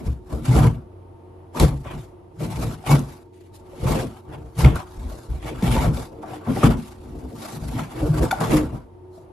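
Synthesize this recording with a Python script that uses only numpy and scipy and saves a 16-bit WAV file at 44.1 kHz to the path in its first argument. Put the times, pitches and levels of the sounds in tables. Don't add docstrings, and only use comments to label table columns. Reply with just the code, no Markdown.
import sys
import numpy as np
from scipy import signal
from scipy.fft import rfft, irfft, next_fast_len
from scipy.io import wavfile
from scipy.ndimage import uniform_filter1d, map_coordinates

SR = 44100
rng = np.random.default_rng(int(sys.argv[2]) if len(sys.argv) > 2 else 0)


def int16_out(signal):
    q = np.round(np.clip(np.atleast_2d(signal).T, -1, 1) * 32767)
    wavfile.write(sys.argv[1], SR, q.astype(np.int16))


N = 411007

# freq_hz, density_db
AIR_SPECTRUM = [(15, -34.5), (40, 4.5), (120, 1), (250, -10), (500, -3), (900, -6), (1200, -12.5),
                (1500, -23.5), (3000, -30.5), (7000, -49), (11000, -33.5), (13500, -57)]
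# freq_hz, level_db
HUM_TONES = [(91.5, -50.5), (366.1, -51.5), (457.6, -62.5), (905, -66)]
# freq_hz, width_hz, level_db
DRONE_MODES = [(65.6, 7, -13), (111.6, 21, -4), (340.4, 48, -2), (694, 17.8, -13), (803, 15, -19),
               (921, 30, -13.5)]
# freq_hz, correlation [-1..1]
ROOM_CORRELATION = [(60, 0.82), (180, 0.9), (530, 0.11), (1570, 0.071), (4640, 0.27), (13800, 0.091)]
# freq_hz, t60_s
ROOM_DECAY = [(150, 0.2), (1000, 0.34), (10000, 0.17)]
ROOM_DB = -13

# freq_hz, width_hz, level_db
LID_MODES = [(53.6, 41, -0.5), (81, 25, -1.5)]
AIR_MODES = [(107.6, 15.1, -2), (127, 22.4, -1.5), (154.7, 15, -1.5), (186, 12.2, -6.5)]
SIDE_MODES = [(211.5, 32, -2), (263.4, 38, -2.5)]
WALL_MODES = [(302.8, 15.7, -0.5), (360.3, 55.4, -4.5), (458, 32.2, -3.5), (517.4, 32, -4), (678, 184, -9)]
CARD_MODES = [(768, 17, 7.5), (885, 4.1, 14.5), (984, 37, 1.5), (1146, 27, 4), (1348, 38, -2)]
RIM_MODES = [(1870, 520, -0.5), (2264, 245, 6), (2640, 910, 0.5), (3645, 470, -3)]
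# freq_hz, correlation [-1..1]
BOX_CORRELATION = [(60, 0.95), (150, 0.99), (350, 0.72), (700, 0.24), (1400, 0.39), (2800, 0.29),
                   (5600, 0.38), (9000, 0.052), (13000, 0.22)]

# start_s, level_db, pitch_hz, t60_s
BUMPS = [(0.078, -7, 66, 0.15), (0.339, -17, 61.9, 0.11), (0.484, -1.5, 126.6, 0.17),
         (0.598, -11, 117, 0.37), (0.65, -11, 986, 0.055), (1.603, -6, 129, 0.13), (1.638, 5, 137, 0.11),
         (1.681, -13, 151, 0.23), (1.735, -14, 138.6, 0.21), (2.425, -16, 125, 0.085),
         (2.884, -20, 2200, 0.073), (2.894, -4, 134.9, 0.3), (2.91, -19, 2265, 0.11),
         (2.929, 0, 138.8, 0.22), (3.844, -11, 152, 0.13), (4.589, -11.5, 128, 0.17),
         (4.656, -4.5, 126, 0.17), (4.974, -20, 48.4, 0.15), (5.029, -33, 67.3, 0.12),
         (5.08, -20, 54, 0.16), (5.303, -18, 55.5, 0.18), (5.628, -1.5, 180, 0.07), (5.698, -4.5, 117, 0.1),
         (5.738, -6, 57, 0.11), (5.846, -6.5, 162, 0.1), (5.874, -11, 116, 0.12), (6.475, -19, 251, 0.13),
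         (6.664, 4.5, 237, 0.11), (7.533, -23, 141, 0.15), (7.975, -23, 325, 0.15),
         (8.02, -14, 295.5, 0.16), (8.038, -9, 61.5, 0.1), (8.052, -14, 464, 0.13), (8.085, -9.5, 152, 0.3),
         (8.211, -17, 516, 0.17), (8.421, -14, 129, 0.087), (8.528, -5.5, 306, 0.3)]
BUMP_RISE_S = 0.0098

# rim_db, crack_db, thud_db
KNOCKS = [(0.326, -30, 630, -13, -14, -8), (1.548, -27, 965, -19.5, -24, -6),
          (1.599, -18.5, 1090, 1, 3, 3.5), (1.856, -31, 585, -31, -32, 0), (2.404, -28, 603, -20, -31, -12),
          (2.724, -37, 530, -16, 0, 12.5), (2.839, -29.5, 750, -27, -31, -16),
          (2.863, -27, 647, -12, -10, 6.5), (2.893, -20, 830, -7, -17, -8),
          (2.914, -22.5, 855, -19, -2, -7), (2.992, -36, 845, -23, 6, -11),
          (3.731, -34, 548, -36, -43, -43), (4.59, -28.5, 526, -32, 1.5, -9),
          (4.6473, -12, 2170, -10, -16, 0), (4.757, -26, 1115, -28, -1.5, 4),
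          (5.116, -33, 633, -29, -30, -3), (5.445, -35, 520, -3, -12, 5), (5.624, -21, 523, -6, -15, 9),
          (5.677, -24, 757, -2, -26, 5), (5.752, -17.5, 536, -8, -28, 3.5),
          (5.766, -17.5, 965, -5, -26, -8), (5.844, -18.5, 713, -10, -25, -2),
          (5.972, -30.5, 548, 2, -15, -1), (6.24, -28.5, 690, -22, -30, -4),
          (6.31, -32, 720, -16.5, -19, 2), (6.333, -27.5, 736, -12, -26, -8),
          (6.474, -31.5, 716, -12.5, -37, 15), (6.57, -19.5, 783, -14.5, -38, 2),
          (6.632, -8, 1217, -32, -43, 5.5), (7.792, -22, 1320, -13, -24, -5),
          (8.029, -20.5, 570, -38, -27, -8), (8.311, -13.5, 1460, -1, -13, -21),
          (8.315, -17, 1395, -3.5, -4.5, -14), (8.327, -10, 778, -25, -34, -32),
          (8.405, -22, 666, -13, -3, -4), (9.178, -38, 655, -28, -47.5, -3)]
# freq_hz, density_db
CRACK_SPECTRUM = [(2060, -70), (3500, 3), (5380, -4.5), (6360, 4.5), (8400, -5), (11500, 3.5), (14300, -29)]
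# freq_hz, level_db, t60_s
SNAP_MODES = [(2315, -1, 0.016), (3000, -9, 0.0081), (3544, -4, 0.035), (4550, -3, 0.012),
              (5400, -12, .012), (6900, -14, 0.013)]
RING_RISE_CYCLES, RING_T60_CYCLES = 1.56, 35

# rim_db, hiss_db
RUBS = [(0.0, 0.012, 0.0054, -47.5, -6, -7), (0.055, 0.023, 0.017, -45.5, -6.5, -4),
        (0.324, 0.12, 0.047, -44.5, -13.5, -9), (0.459, 0.038, 0.029, -34.5, -8, -7.5),
        (0.557, 0.2, 0.0094, -33, -7.5, -3.5), (0.561, 0.079, 0.086, -28.5, -10, -11),
        (1.56, 0.033, 0.051, -34, -9.5, -8), (1.6, 0.015, 0.008, -24, -6, -5),
        (1.774, 0.01, 0.071, -61, -6, 0.5), (1.856, 0.042, 0.059, -40, -7.5, -17),
        (1.948, 0.2, 0.083, -52, -7, -4.5), (2.424, 0.079, 0.025, -41.5, -6.5, -4),
        (2.504, 0.022, 0.091, -40, -7, -5), (2.618, 0.061, 0.028, -37, -7.5, -4),
        (2.72, 0.089, 0.003, -41.5, -8.5, -8), (2.875, 0.059, 0.03, -42, 1, -19),
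        (2.91, 0.082, 0.0091, -23.5, -9.5, -6), (3.033, 0.302, 0.13, -51, -8, -4),
        (3.343, 0.039, 0.12, -67, -1, 0), (3.543, 0.029, 0.013, -60.5, -1.5, 6.5),
        (3.884, 0.092, 0.042, -29, -10, -7.5), (3.946, 0.28, 0.058, -34.5, -5, -4.5),
        (4.164, 0.34, 0.014, -50.5, -11, -8.5), (4.32, 0.093, 0.022, -42.5, -12, -16.5),
        (4.442, 0.3, 0.078, -56, -14, -9.5), (4.595, 0.045, 0.011, -32.5, -5.5, -2),
        (4.645, 0.011, 0.003, -26.5, -4, -13), (4.758, 0.031, 0.0053, -32.5, -11, -11),
        (4.934, 0.4, 0.24, -52, -10.5, -5.5), (5.103, 0.06, 0.16, -53.5, -15, -3.5),
        (5.315, 0.087, 0.048, -51, -8, -5.5), (5.458, 0.094, 0.045, -40.5, -2.5, -7),
        (5.627, 0.014, 0.11, -40, 0, -0.5), (5.78, 0.35, 0.055, -27.5, -10, -11),
        (5.967, 0.093, 0.031, -36.5, -11, -4), (6.236, 0.021, 0.006, -38.5, -25, -30),
        (6.345, 0.29, 0.016, -41.5, -9.5, -11.5), (6.488, 0.14, 0.012, -36, -12.5, -18),
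        (6.583, 0.17, 0.003, -34.5, -7, -5.5), (6.639, 0.059, 0.0041, -22, -4.5, -8),
        (6.773, 0.057, 0.14, -51, -6, -3), (7.066, 0.99, 0.21, -55.5, -9, -6.5),
        (7.428, 0.19, 0.12, -41, -9, -3), (7.62, 0.059, 0.19, -46, -9.5, -3.5),
        (7.798, 0.14, 0.003, -34, -6.5, -10), (7.988, 0.46, 0.026, -41, -8, -9.5),
        (8.036, 0.098, 0.065, -37.5, -14.5, -9), (8.189, 0.14, 0.047, -33.5, -9, -7),
        (8.309, 0.0043, 0.031, -28, -13, -13), (8.404, 0.012, 0.056, -31, -10, -10.5),
        (8.529, 0.096, 0.043, -27, -7, -7.5), (8.751, 0.074, 0.0043, -43.5, -15, -13),
        (9.156, 0.086, 0.028, -65.5, -16.5, 1.5)]
# freq_hz, density_db
SCRAPE_SPECTRUM = [(350, -44), (600, -4.5), (1000, -7), (1600, -13), (2200, -38.5), (5000, -65)]
HISS_SPECTRUM = [(2240, -22.5), (3800, 0), (6520, -4.5), (7160, -2.5), (8570, -5), (12000, -1.5),
                 (12700, -18), (13600, -47)]
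SCRAPE_FALL_DB_PER_S, RIM_FALL_DB_PER_S, HISS_FALL_DB_PER_S = 180, 217, 217

# lid_db, side_db, wall_db (end walls)
SHOVES = [(0.0, 0.012, 0.0074, -31.5, 5, -2, -6), (0.065, 0.027, 0.026, -27, 3, -8.5, -12.5),
          (0.341, 0.059, 0.0028, -21.5, -8, -10, -8), (0.484, 0.022, 0.047, -20.5, -35.0, -14, -28),
          (0.561, 0.19, 0.006, -20.5, 2, -2, -4.5), (0.617, 0.16, 0.042, -13.5, -9.5, -13, -12.5),
          (1.565, 0.04, 0.059, -34.5, -9.5, -3, 2.5), (1.618, 0.054, 0.026, -15, -1.5, -10.5, -6.5),
          (1.867, 0.043, 0.047, -37.5, 1.5, -16, -2), (1.944, 0.04, 0.0044, -30, -10, -12, -13),
          (2.415, 0.024, 0.016, -25.5, -27, -7.5, -3), (2.445, 0.13, 0.085, -26.5, -8, -22, -16),
          (2.567, 0.059, 0.12, -27, -5, -9, -9), (2.904, 0.061, 0.055, -20.5, -3.5, -2, -3.5),
          (3.839, 0.047, 0.083, -20.5, -4, -14.5, -10.5), (3.906, 0.17, 0.11, -27, -10, -3.5, -0.5),
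          (4.318, 0.15, 0.11, -39.5, -0.5, -10, -3), (4.587, 0.024, 0.039, -24.5, -4, -15, -10),
          (4.655, 0.065, 0.013, -14, -2, -10.5, -8), (4.979, 0.073, 0.033, -49.5, 11, 2.5, -6),
          (5.066, 0.12, 0.022, -48.5, 17.5, 4.5, -4), (5.145, 0.1, 0.11, -45.5, -8, -7, 2),
          (5.298, 0.022, 0.038, -33, 8, -11.0, -11.5), (5.45, 0.097, 0.069, -38, -2, -9, 3.5),
          (5.634, 0.017, 0.028, -19.5, -21, -8, -11), (5.767, 0.31, 0.015, -21, 2, -4, -8),
          (5.859, 0.098, 0.027, -17.5, -5.5, -11.5, -10.5), (5.983, 0.056, 0.0048, -40, 2, 0, 1),
          (6.155, 0.61, 0.25, -49, -13, -3.5, 7.5), (6.494, 0.039, 0.0092, -26.5, -4, 2, -4.5),
          (6.567, 0.038, 0.0093, -26, -15, -6, 0), (6.644, 0.0089, 0.031, -13.5, -7, -2, -9.5),
          (7.09, 0.33, 0.13, -44.5, 6, 0.5, -3), (7.23, 0.56, 0.31, -47, -8, 3.5, 3),
          (7.542, 0.019, 0.018, -30, -13, -7, -10), (7.625, 0.034, 0.084, -31.5, 0, -4.5, -8),
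          (7.752, 0.01, 0.078, -29, -11, -4.5, -10.5), (7.987, 0.11, 0.089, -37.5, -21, -3, 8),
          (8.036, 0.17, 0.056, -25, -2.5, -23, -15), (8.203, 0.24, 0.041, -24, -3.5, -7, -0.5),
          (8.416, 0.043, 0.022, -19.5, -22, -9, -5), (8.55, 0.051, 0.0098, -32, -8, -2, 5),
          (8.551, 0.23, 0.03, -19, -2, -3.5, -1), (8.74, 0.082, 0.003, -32.5, -2.5, -6, -7.5)]
AIR_FALL_DB_PER_S, LID_FALL_DB_PER_S = 189, 133
SIDE_FALL_DB_PER_S, WALL_FALL_DB_PER_S = 143, 213

SWELL_DB = 30
TOP_HZ = 14300


def amp(db):
    return 10 ** (np.asarray(db) / 20)


def unit(x):
    return x / np.sqrt(np.mean(x ** 2) + 1e-20)


def along(points, hz):
    f, v = np.transpose(points)
    return np.interp(np.log(hz + 1), np.log(f + 1), v)


def wobble(rate_hz):
    knots = rng.standard_normal(int(N * rate_hz / SR) + 4)
    return map_coordinates(knots, [np.arange(N) * rate_hz / SR])


def filtered(x, response):
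    m = next_fast_len(x.shape[-1] + 8192)
    return irfft(rfft(x, m) * response(np.fft.rfftfreq(m, 1 / SR)), m)[..., :x.shape[-1]]


def modes(table):
    def response(f):
        total = 0
        for k, (center_hz, width_hz, db) in enumerate(table):
            damping = 1j * f * width_hz
            total = total + (-1) ** k * amp(db) * damping / (center_hz ** 2 - f ** 2 + damping)
        return total
    return response


def twice(table):
    return lambda hz: modes(table)(hz) ** 2


def shape(spectrum):
    return lambda hz: amp(along(spectrum, hz))


def pair(response, correlation, grit=1):
    def mid_side(hz):
        angle = np.arccos(np.clip(along(correlation, hz), -1, 1)) / 2
        return response(hz) * [np.cos(angle), np.sin(angle)]

    force = grit * rng.standard_normal((2, N))
    mid, side = filtered(force, mid_side)
    return unit(np.array([mid + side, mid - side]))


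def patchy(x, depth_db, bins, frames):
    z = signal.stft(x, nperseg=512)[2]
    field = uniform_filter1d(rng.standard_normal(z.shape[1:]), bins, 0)
    field = uniform_filter1d(field, frames, 1)
    return signal.istft(z * amp(depth_db * unit(field)), nperseg=512)[1][:, :N]


def swells(full_s, swell_s, hold_s, db, fall_db_per_s):
    step = 32
    since_s = np.arange(0, N + step, step) / SR - full_s[:, None]
    rising_db = SWELL_DB * np.minimum(since_s, 0) / swell_s[:, None]
    falling_db = fall_db_per_s * np.maximum(since_s - hold_s[:, None], 0)
    gain = np.sqrt(np.sum(amp(db[:, None] + rising_db - falling_db) ** 2, axis=0))
    return np.interp(np.arange(N) / step, np.arange(len(gain)), gain)


def appliance():
    t = np.arange(N) / SR
    tones = 0
    for hz, db in HUM_TONES:
        level = amp(db + 2.0 + 2.5 * wobble(6.2))
        tones = tones + level * np.sin(2 * np.pi * hz * t + 1.24 * wobble(2.4))
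    drones = amp(-50.0) * pair(modes(DRONE_MODES), ROOM_CORRELATION)
    air = amp(-53.0 + 3.6 * wobble(4.2)) * pair(shape(AIR_SPECTRUM), ROOM_CORRELATION)
    return tones + drones + air


def room(x):
    hz, t, z = signal.stft(rng.standard_normal((2, SR // 2)), SR, nperseg=256)
    decay = amp(-60 * t / along(ROOM_DECAY, hz)[:, None])
    tail = signal.istft(z * decay, SR, nperseg=256)[1]
    delayed = np.pad(x, ((0, 0), (300, 0)))
    return signal.fftconvolve(delayed, tail / np.linalg.norm(tail[0]), axes=1)[:, :N]


def bumps():
    out, t = np.zeros(N + SR), np.arange(SR // 2) / SR
    rise = 1 - np.exp(-t / BUMP_RISE_S)
    for start_s, db, hz, t60_s in BUMPS:
        swing = amp(db - 60 * t / t60_s) * rise * np.sin(2 * np.pi * hz * t)
        out[round(start_s * SR):][:len(t)] += swing
    return out[:N]


def snap_modes(rim_db, t):
    out = 0
    for hz, db, t60_s in SNAP_MODES:
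        level_db = rim_db + db + rng.normal(0, 2.1)
        out = out + amp(level_db - 60 * t / t60_s) * np.sin(2 * np.pi * hz * t)
    return out


def knocks():
    out, t = np.zeros((2, N + SR)), np.arange(SR // 6) / SR
    puffs = rng.standard_normal((len(KNOCKS), 2, len(t)))
    thud = filtered(np.exp(-t / 0.0016), modes(AIR_MODES + SIDE_MODES + WALL_MODES))
    thud = thud / np.abs(thud).max()
    rise = 1 - np.exp(-t / 0.00029)
    fade = amp(4.5 - 60 * t / 0.018)
    for (start_s, db, hz, rim_db, crack_db, thud_db), (mid, side) in zip(KNOCKS, puffs):
        spread = np.array([mid + 0.54 * side, mid - 0.42 * side])
        crack = amp(crack_db - 7.5) * unit(filtered(spread, shape(CRACK_SPECTRUM)))
        rim = amp(rim_db - 22.0) * unit(filtered(spread, modes(RIM_MODES)))
        snap = amp(-4.5) * snap_modes(rim_db, t)
        ring = np.sin(2 * np.pi * hz * t) * amp(3.0 - 60 * t * hz / RING_T60_CYCLES)
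        ring = ring * (1 - np.exp(-t * hz / RING_RISE_CYCLES))
        contact = rise * (fade * (crack + rim) + ring + snap) + amp(thud_db - 4.0) * thud
        out[:, round(start_s * SR):][:, :len(t)] += amp(db) * contact
    return out[:, :N] * amp([[1.2], [-1.2]])


def rubbing():
    full_s, swell_s, hold_s, scrape_db, rim_db, hiss_db = np.transpose(RUBS)

    def stroke(db, fall_db_per_s):
        return swells(full_s, swell_s, hold_s, scrape_db + db, fall_db_per_s)

    grit = amp(2.2 * wobble(70) + 1.2 * wobble(400))
    card = amp(-2.5) * pair(modes(CARD_MODES), BOX_CORRELATION, grit)
    rough = unit(card + pair(shape(SCRAPE_SPECTRUM), BOX_CORRELATION, grit))
    scrape = stroke(0, SCRAPE_FALL_DB_PER_S) * rough
    rims = stroke(rim_db, RIM_FALL_DB_PER_S) * pair(twice(RIM_MODES), BOX_CORRELATION, grit)
    hiss = stroke(hiss_db, HISS_FALL_DB_PER_S) * pair(shape(HISS_SPECTRUM), BOX_CORRELATION, grit)
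    return patchy(scrape + rims + hiss, 2.6, bins=3, frames=6)


def shoving():
    full_s, swell_s, hold_s, air_db, lid_db, side_db, wall_db = np.transpose(SHOVES)
    jerk = amp(2.8 * wobble(40))

    def shaken(table, db, fall_db_per_s):
        push = swells(full_s, swell_s, hold_s, air_db + db, fall_db_per_s)
        return push * pair(twice(table), BOX_CORRELATION, jerk)

    lid = shaken(LID_MODES, lid_db, LID_FALL_DB_PER_S)
    air = shaken(AIR_MODES, 0, AIR_FALL_DB_PER_S)
    sides = shaken(SIDE_MODES, side_db, SIDE_FALL_DB_PER_S)
    walls = shaken(WALL_MODES, wall_db, WALL_FALL_DB_PER_S)
    return lid + air + sides + walls


def scene():
    contacts = knocks()
    box = (bumps() + rubbing() + shoving()) * amp([[0.4], [-0.4]])
    return appliance() + amp(ROOM_DB) * room(contacts) + contacts + box


def record(dry):
    soft = dry / (1 + np.abs(dry) ** 6) ** (1 / 6)
    return filtered(soft, lambda hz: hz < TOP_HZ)


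dry = scene()
out = record(dry)
int16_out(out)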